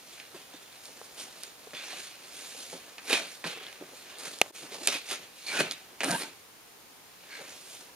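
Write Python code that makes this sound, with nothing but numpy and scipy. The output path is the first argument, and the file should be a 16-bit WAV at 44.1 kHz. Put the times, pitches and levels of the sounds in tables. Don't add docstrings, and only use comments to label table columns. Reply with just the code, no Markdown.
import sys
import numpy as np
from scipy import signal
from scipy.fft import rfft, irfft, next_fast_len
from scipy.io import wavfile
from scipy.ndimage import uniform_filter1d

SR = 44100
rng = np.random.default_rng(int(sys.argv[2]) if len(sys.argv) > 2 else 0)


def transcribe(u):
    v = np.clip(np.atleast_2d(u).T, -1, 1)
    q = np.round(v * 32767).astype(np.int16)
    wavfile.write(sys.argv[1], SR, q)


def linear_from_db(decibels):
    return 10 ** (np.asarray(decibels, float) / 20)


N = 350595

# (peak time [s], swell [ms per 20 dB],
# fade [ms per 20 dB], level before the shares below [dB], brightness [dB])
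STROKES = [(.13,150,150,-58.5,8.5),(.203,150,150,-47,-12),(0.348,12,220,-50,-0.5),(.536,100,600,-54,-7),(.86,102,150,-52.5,7),
           (1.019,102,117.5,-55,8),(1.165,20,250,-55,-1),(1.215,86,72,-42.5,6),(1.44,220,100,-48,1.5),(1.736,3,598,-44,-11),
           (1.75,4,400,-44.5,-6),(1.85,150,500,-44,-3),(1.95,200,300,-45.5,2),(2.05,200,166,-52,6.5),(2.36,110,500,-47,5),
           (2.458,148,118,-47,-0.5),(2.6,400,350,-49.5,7),(2.72,118,97,-48.5,3.5),(2.82,300,496,-56,-12.5),(2.983,3,50,-42,-23),
           (3.058,50,200,-50.5,4),(3.106,66,100,-39,5.5),(3.128,60,140,-27.5,-2.5),(3.2,50,200,-45,-19),(3.32,117,122,-50.5,7),
           (3.443,2,200,-38,-6),(3.468,27,128,-39,-1),(3.505,52,234,-44.5,-13),(3.662,200,252,-47,-15),(3.97,124,200,-52,3.5),
           (4.096,95,500,-47,-8),(4.191,10,400,-51.5,9.5),(4.265,84,77,-43.5,2.5),(4.33,100,300,-53.5,5.5),(4.462,65,70,-58,-20),
           (4.559,36,350,-48.5,5),(4.744,57,52,-42,1.5),(4.855,130,104,-42.5,5),(4.883,10,60,-29.5,-3),(4.927,52,80,-29.5,-1.5),
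           (4.96,50,120,-41.5,-4),(5.117,64,82,-32,-0.5),(5.24,100,150,-51,-4),(5.39,62,600,-52.5,3.5),(5.468,6,200,-45,4),
           (5.5,46,300,-37,-4),(5.553,150,150,-36,-3),(5.607,100,50,-28,-2.5),(5.64,50,179,-39.5,-15),(5.718,9,27,-36,1),
           (5.74,20,150,-58.5,-12),(6.011,1,41,-30.5,-12),(6.039,3,70,-30,-9),(6.112,102,100,-36,0),(6.134,80,40,-41,-4),
           (6.19,150,100,-45,0),(6.222,100,96,-39,-0.5),(7.25,200,202,-59,-9),(7.358,170,252,-44.5,-6),(7.51,200,128,-50,3.5),
           (7.724,350,250,-49.5,6.5)]
# (peak time [s],
# swell [ms per 20 dB], fade [ms per 20 dB], wall level [dB], cavity boom relative to the walls [dB])
LOW_SWELLS = [(.34,5,80,-48,-5),(.888,100,498,-56.5,-12),(1.042,300,150,-66,-20),(1.169,30,298,-50.5,-15),(1.736,2,30,-52.5,9),
              (1.935,20,97,-51.5,-4),(2.37,100,200,-57,-7),(2.59,97,200,-55.5,-4),(2.732,3,100,-48.5,1),(2.89,200,62,-53.5,-23),
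              (3.05,30,200,-55.5,-3),(3.129,60,139,-33.5,-13),(3.445,0,113,-39.5,-5),(3.6,200,302,-54.5,-12),(3.81,33,202,-50.5,-1.5),
              (4.236,200,200,-48,-22),(4.28,50,100,-54,1),(4.42,32,100,-48,-14),(4.635,62,300,-50,-4.5),(4.745,63,57,-42.5,-21),
              (4.81,100,203,-48,-10),(4.885,20,80,-51,6),(5.125,60,140,-49,-13),(5.2,50,200,-63,4),(5.553,65,100,-40,-15),
              (5.606,32,55,-41,12.5),(5.639,42,94,-42,2.5),(5.96,300,95.5,-58,-5),(6.01,7,41,-40,-4),(6.037,5,200,-35.5,-5.5),
              (6.074,66,100,-43,-10),(6.134,50,100,-37.5,-7),(6.21,100,143,-44.5,-5.5),(6.95,502,300,-71,4),(7.32,100,200,-55,-21),
              (7.395,27,247,-49.5,-8),(7.75,400,800,-58.5,-8)]
# (time [s], level before the shares below [dB])
RESTING = [(0, -56.5), (.3, -59.5), (.7, -58), (1.1, -57), (1.55, -56.5), (1.72, -57), (2.15, -62),
           (2.25, -55.5), (3.0, -59.5), (4.35, -58), (4.45, -65), (5.3, -69), (5.8, -64), (5.9, -71),
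           (6.35, -61), (6.5, -77), (7.1, -67), (7.95, -75)]
STROKE_SHARE_DB = (-25, -14, -7.5, -5.0, -4.5)
BRIGHTNESS_SLOPE = (0.0, -0.059, -0.27, 0.35, 1.13)
RESTING_SHARE_DB = (-20.5, -5, -11, -5.0, -3)
BAND_EDGES_HZ = (350, 1300, 2600, 5000)
# (frequency [Hz], gain [dB])
RUB_COLOUR = [(35, -71), (60, -33), (160, -5), (212, -7.5), (268, -2), (315, -5), (371, 4.5), (991, -8),
              (2410, -4.5), (2840, -4), (9130, -3), (12100, -9.5), (16000, -64)]
# (frequency [Hz], width at half the dB height [Hz], height [dB])
BOX_MODES = [(172, 6.8, 7.5), (280, 48, 4), (408, 150, -7), (710, 150, 1.5), (925, 35, 0.5), (1600, 210, 2),
             (2450, 370, 3), (3740, 810, 2.5), (4350, 210, 3), (6870, 300, 3), (9100, 810, 1.5)]
# (start [s], end [s], frequency [Hz], width [Hz], level [dB])
STANDING_OUT = [(.53, 0.583, 3640, 80, -54), (1.729, 1.815, 3480, 80, -45.5), (3.092, 3.19, 2450, 300, -32),
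                (3.102, 3.149, 3740, 120, -35.5), (3.438, 3.459, 1600, 150, -39),
                (3.442, 3.495, 190, 40, -44), (3.456, 3.696, 3280, 500, -50), (3.492, 3.572, 2600, 80, -49),
                (4.894, 4.96, 2450, 120, -45), (5.111, 5.144, 1320, 150, -44),
                (5.459, 5.514, 4350, 200, -38), (5.46, 5.546, 2350, 150, -37.5),
                (5.523, 5.634, 1540, 201, -32.5), (5.565, 5.615, 2490, 80, -32),
                (5.705, 5.753, 3750, 200, -48), (6.081, 6.177, 1610, 102, -33.5),
                (6.106, 6.13, 697, 60, -38), (6.109, 6.178, 925, 39.8, -34), (6.084, 6.16, 172, 30, -33.5),
                (6.04, 6.19, 280, 40.3, -38), (6.02, 6.254, 9300, 2200, -39), (7.286, 7.42, 1630, 120, -51),
                (7.28, 7.401, 2220, 200, -49.5), (7.296, 7.379, 4370, 300, -51)]
# (time [s], level [dB], ring [Hz], relative treble [dB], relative bass [dB])
SNAPS = [(0.1993,-30.5,2660,-17,-12),(.5382,-41,3640,-10,1),(0.855,-38.5,4200,2,-14),(1.0148,-38,1090,-17,3),(1.4344,-30,4600,7.5,-22),
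         (1.7078,-38,2250,-12,-21),(1.7342,-34.5,1590,-15,-16),(1.7492,-28,2360,-16,-25),(2.7643,-48,1870,-7,-3),
         (2.9817,-30,2420,-22,-8),(3.1102,-27,2980,-3,-19),(3.1299,-11.5,2400,-9,-9),(3.4413,-25,2210,-18,-4),
         (3.6667,-31,3600,-16,-25),(3.728,-37.5,2490,4,-12),(4.1856,-44,4200,11.5,-17),(4.258,-38,4220,2,2),
         (4.388,-47,4200,13,-9),(4.415,-1.5,2450,-8.5,-6.5),(4.4616,-39,2960,-15,3),(4.4911,-52,4650,4,-5),
         (4.873,-14.5,3600,7.5,-10),(4.8746,-10.5,2300,-2.5,-17),(4.882,-22,3500,-4,-23),(4.8852,-17.5,3630,-8,-23),(5.4667,-34,4500,-13,-9),(5.5715,-27,2530,-12,-10),
         (5.6025,-16,1550,-9,-6),(5.7114,-19.5,3560,-5.5,-27),(5.7221,-33,3620,1,-16),(6.006,-18.5,2580,-15,-5),
         (6.0133,-25,1660,-12.5,-5),(6.0338,-17.5,1800,-1,0),(6.04,-22,1800,-2,-1),(6.0447,-27,2110,8,-10),
         (6.0864,-26,1730,-6,-3),(6.0912,-32.5,1620,8,-8),(6.1089,-23,2500,6.5,-6),(6.1144,-27.5,1630,12,-1)]
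# (time [s], level [dB], frequency [Hz], T60 [s])
KNOCKS = [(0.345, -31, 378, 0.039), (0.541, -34.5, 297, 0.043), (1.012, -36, 465, 0.037),
          (1.67, -29, 450, 0.027), (1.732, -31.5, 596, 0.038), (1.931, -33, 746, 0.037),
          (2.546, -35.5, 480, 0.034), (2.728, -25.5, 507, 0.034), (2.746, -37.5, 550, 0.063),
          (3.104, -16, 480, 0.029), (3.134, -18, 403, 0.028), (3.21, -36, 339, 0.023),
          (3.439, -31, 1038, 0.063), (3.531, -34, 468, 0.045), (3.571, -34, 458, 0.043),
          (3.61, -35, 408, 0.041), (3.81, -25.5, 325, 0.03), (3.821, -25, 368, 0.028),
          (3.834, -45, 470, 0.05), (3.932, -37.5, 502, 0.042), (4.505, -31.5, 364, 0.03),
          (4.636, -36, 287, 0.067), (4.72, -31, 413, 0.037), (4.819, -32.5, 357, 0.041),
          (4.949, -31, 296, 0.055), (5.598, -35, 280, 0.064), (6.094, -20, 701, 0.05),
          (6.244, -37, 894, 0.082), (7.389, -33.5, 453, 0.035), (7.409, -39, 550, 0.061),
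          (7.703, -45, 667, 0.05), (7.891, -46.5, 970, 0.059)]
# (frequency [Hz], level [dB])
LEFT_SHADE = [(100, 0.0), (600, -0.7), (2000, 0.0), (4500, -4.5), (9000, -0.1)]
# (frequency [Hz], phase [rad], negative is later)
LEFT_PHASE = [(200, 0.097), (1000, -0.91), (2800, -0.35), (4700, -1.6), (8000, -1.14), (13000, -1.25)]
# (frequency [Hz], T60 [s])
ROOM_T60 = [(200, 0.17), (1000, 0.17), (4000, 0.25), (12000, 0.032)]
# (frequency [Hz], gain [dB])
WET_COLOUR = [(150, -52), (600, -22.0), (2500, -10.5), (5000, -14.5), (12000, -7.5)]
# (frequency [Hz], gain [dB])
HISS_COLOUR = [(15, -62), (25, -21), (105, -10.5), (212, -8), (301, -7), (373, -9), (405, -6.5),
               (476, -5.5), (659, -9), (734, -6), (1700, -10), (2000, -9.5), (16000, -15.5)]
# (start [s], quietest [s], end [s])
SCENE_CHANGE = (4.503, 4.518, 4.548)


def read(points, hz):
    f, value = np.transpose(points)
    return np.interp(np.log(hz + 1), np.log(f + 1), value)


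def bin_hz():
    return np.fft.rfftfreq(next_fast_len(N), 1 / SR)


def evened(x):
    return x / np.sqrt(np.mean(x ** 2) + 1e-20)


def add(mix, s, sound):
    part = mix[round(s * SR):][:len(sound)]
    part += sound[:len(part)]


def coloured(x, gain):
    return irfft(rfft(x, next_fast_len(N)) * gain, next_fast_len(N))[..., :N]


def resonate(x, hz, width):
    turn = np.exp(2j * np.pi * hz * np.arange(len(x)) / SR)
    r = np.exp(-np.pi * width / SR)
    return 2 * (turn * signal.lfilter([1 - r], [1, -r], x / turn)).real


def rubbing():
    t, hz = np.arange(N) / SR, bin_hz()
    slow = t[::32]
    strokes, low_swells = swells(STROKES, slow), swells(LOW_SWELLS, slow)

    brightness_db = np.transpose(STROKES)[4]
    share_db = np.array(STROKE_SHARE_DB)[:, None] + np.outer(BRIGHTNESS_SLOPE, brightness_db)
    power = linear_from_db(share_db) ** 2 @ strokes
    resting_db = np.interp(slow, *np.transpose(RESTING))
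    power += linear_from_db(np.add.outer(RESTING_SHARE_DB, resting_db)) ** 2
    power[0] += linear_from_db(np.transpose(LOW_SWELLS)[4]) ** 2 @ low_swells
    power[1] += low_swells.sum(axis=0)

    slips = linear_from_db(2.0 * evened(uniform_filter1d(rng.standard_normal(N), size=300)))
    fibre_strength = linear_from_db(2.6 * np.minimum(rng.exponential(1, N), 5))
    fibres = fibre_strength * (rng.random(N) < 500 / SR)
    crackle = signal.oaconvolve(fibres, np.exp(-np.arange(130) / 66.0))[:N]
    effort_db = 10 * np.log10(strokes.sum(axis=0) + 1e-12)
    tearing = np.clip((np.interp(t, slow, effort_db) + 56.5) / 23.0, .3, 2)
    friction = (slips + 0.26 * tearing * crackle) * rng.standard_normal(N)
    drive = patchy(friction, 1.46, bins=4, frames=30)

    modes_db = sum(db / (1 + (2 * (hz - f) / width) ** 2) for f, width, db in BOX_MODES)
    colour = linear_from_db(read(RUB_COLOUR, hz) + modes_db)
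    under = [0] + [1 / (1 + (hz / edge) ** 8) for edge in BAND_EDGES_HZ] + [1]
    out = np.zeros(N)
    for k, level in enumerate(np.sqrt(power)):
        band = np.sqrt(np.clip(under[k + 1] - under[k], 0, 1))
        out += evened(coloured(drive, colour * band)) * np.interp(t, slow, level)
    return out


def swells(rows, t):
    s, swell_ms, fade_ms, db, _ = np.transpose(rows)[:, :, None]
    late_ms = 1000 * (t - s)
    before = -late_ms / np.maximum(swell_ms, 2)
    after = late_ms / np.maximum(fade_ms, 2)
    return linear_from_db(db - 20 * np.maximum(before, after)) ** 2


def patchy(x, depth_db, bins, frames):
    z = signal.stft(x, nperseg=256, noverlap=192)[2]
    field = uniform_filter1d(rng.standard_normal(z.shape[::-1]), frames, 0)
    field = uniform_filter1d(field, bins, 1).T
    return signal.istft(z * linear_from_db(depth_db * evened(field)), nperseg=256, noverlap=192)[1][:N]


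def standing_out():
    out = np.zeros(N)
    for s, end, hz, width, db in STANDING_OUT:
        n = round((end - s) * SR)
        noise = rng.standard_normal(SR // 2)
        tone = resonate(resonate(noise, hz, width), hz, 2 * width)
        add(out, s, linear_from_db(db) * evened(tone[-n:]) * signal.windows.tukey(n, .5))
    return out


def snaps():
    out, t = np.zeros(N), np.arange(3000) / SR
    rattle_t60 = 0.014
    for s, db, hz, treble_db, bass_db in SNAPS:
        noise = rng.standard_normal((2, 3000))
        swing = (t / 0.00092) ** 2 * np.exp(2 - 2 * t / 0.00073)
        ring = np.sin(2 * np.pi * hz * t) * swing
        push_decay = linear_from_db(bass_db + 3.5 - 60 * t / 0.0073)
        push = np.sin(2 * np.pi * 776.0 * t) * (1 - np.exp(-t / 0.00027)) * push_decay
        rattle = evened(resonate(resonate(noise[0], hz, 3000.0), hz, 3400.0))
        rattle *= linear_from_db(-6.5 - 60 * t / rattle_t60)
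        top_hz = 9900.0 + 3000.0 * min(linear_from_db(db), 1) ** 2
        treble = signal.butter(3, (4000., top_hz), "band", fs=SR)
        spit = evened(signal.lfilter(*treble, noise[1]))
        spit *= linear_from_db(-60 * t / 0.0032) + linear_from_db(-41.5 - 60 * t / rattle_t60)
        add(out, s, linear_from_db(db) * (ring + push + rattle + linear_from_db(treble_db + 4.0) * spit))
    return signal.lfilter(*signal.butter(2, 280., "high", fs=SR), out)


def knocks():
    out, t = np.zeros(N), np.arange(6000) / SR
    for s, db, hz, t60 in KNOCKS:
        chance = rng.random(2)
        modes = np.sin(2 * np.pi * hz * t)
        modes += .5 * np.sin(2 * np.pi * hz * (1.6 + 0.23 * chance[0]) * t)
        modes += 0.088 * np.sin(2 * np.pi * hz * (0.59 + 0.22 * chance[1]) * t)
        tap = np.sin(2 * np.pi * hz * 2.43 * t) * linear_from_db(db - 15.0 - 60 * t / 0.012)
        body = linear_from_db(db - 60 * t / t60) * (1 - np.exp(-t / 0.004)) * modes
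        add(out, s, tap + body)
    return out


def room(x):
    taps = np.zeros((2, SR // 2))
    slots = np.arange(200, SR // 2 - 20, 20)
    at = slots + rng.integers(0, 20, (2, len(slots)))
    np.put_along_axis(taps, at, rng.choice([-1., 1.], at.shape), 1)
    hz, t, z = signal.stft(taps, SR, nperseg=256)
    decay = linear_from_db(-60 * t / read(ROOM_T60, hz)[:, None])
    tail = signal.istft(z * decay, SR, nperseg=256)[1]
    return signal.fftconvolve(x[None], tail / np.linalg.norm(tail[0]), axes=1)[:, :N]


def scene():
    rub, hits = rubbing() + standing_out(), snaps() + knocks()
    box = linear_from_db(-2.0) * rub + hits
    hz = bin_hz()
    shade_db = read(LEFT_SHADE, hz)
    left = coloured(box, linear_from_db(shade_db / 2) * np.exp(1j * read(LEFT_PHASE, hz)))
    right = coloured(box, linear_from_db(-shade_db / 2))
    wet = coloured(room(rub), linear_from_db(read(WET_COLOUR, hz)))
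    return np.array([left, right]) + wet


def microphone_hiss():
    hz = bin_hz()
    hiss = coloured(rng.standard_normal((2, N)), linear_from_db(read(HISS_COLOUR, hz)))
    hiss = linear_from_db(-53.0) * evened(hiss)
    same = 0.26 / (1 + (hz / 700.) ** 2)
    common = coloured(hiss.sum(axis=0), np.sqrt(same / 2)) * 0.55
    return coloured(hiss, np.sqrt(1 - same)) + common


def band_limit(x):
    return signal.sosfilt(signal.butter(12, 16830, fs=SR, output="sos"), x)


def record(dry):
    ceiling = 1.1
    notch_hz, notch_width_hz, top_hz = 7890, 380, 15460
    t = np.arange(N) / SR
    dry = ceiling * np.tanh(dry / ceiling)
    dry = signal.lfilter(*signal.butter(3, 125., "high", fs=SR), dry)
    notch = signal.iirnotch(notch_hz, notch_hz / notch_width_hz, SR)
    notched = signal.lfilter(*notch, dry + microphone_hiss())
    limited = coloured(notched, 1 / (1 + (bin_hz() / top_hz) ** 60))
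    mix = limited * np.interp(t, SCENE_CHANGE, (1, .04, 1))
    return band_limit(mix)


dry = scene()
out = record(dry)
transcribe(out)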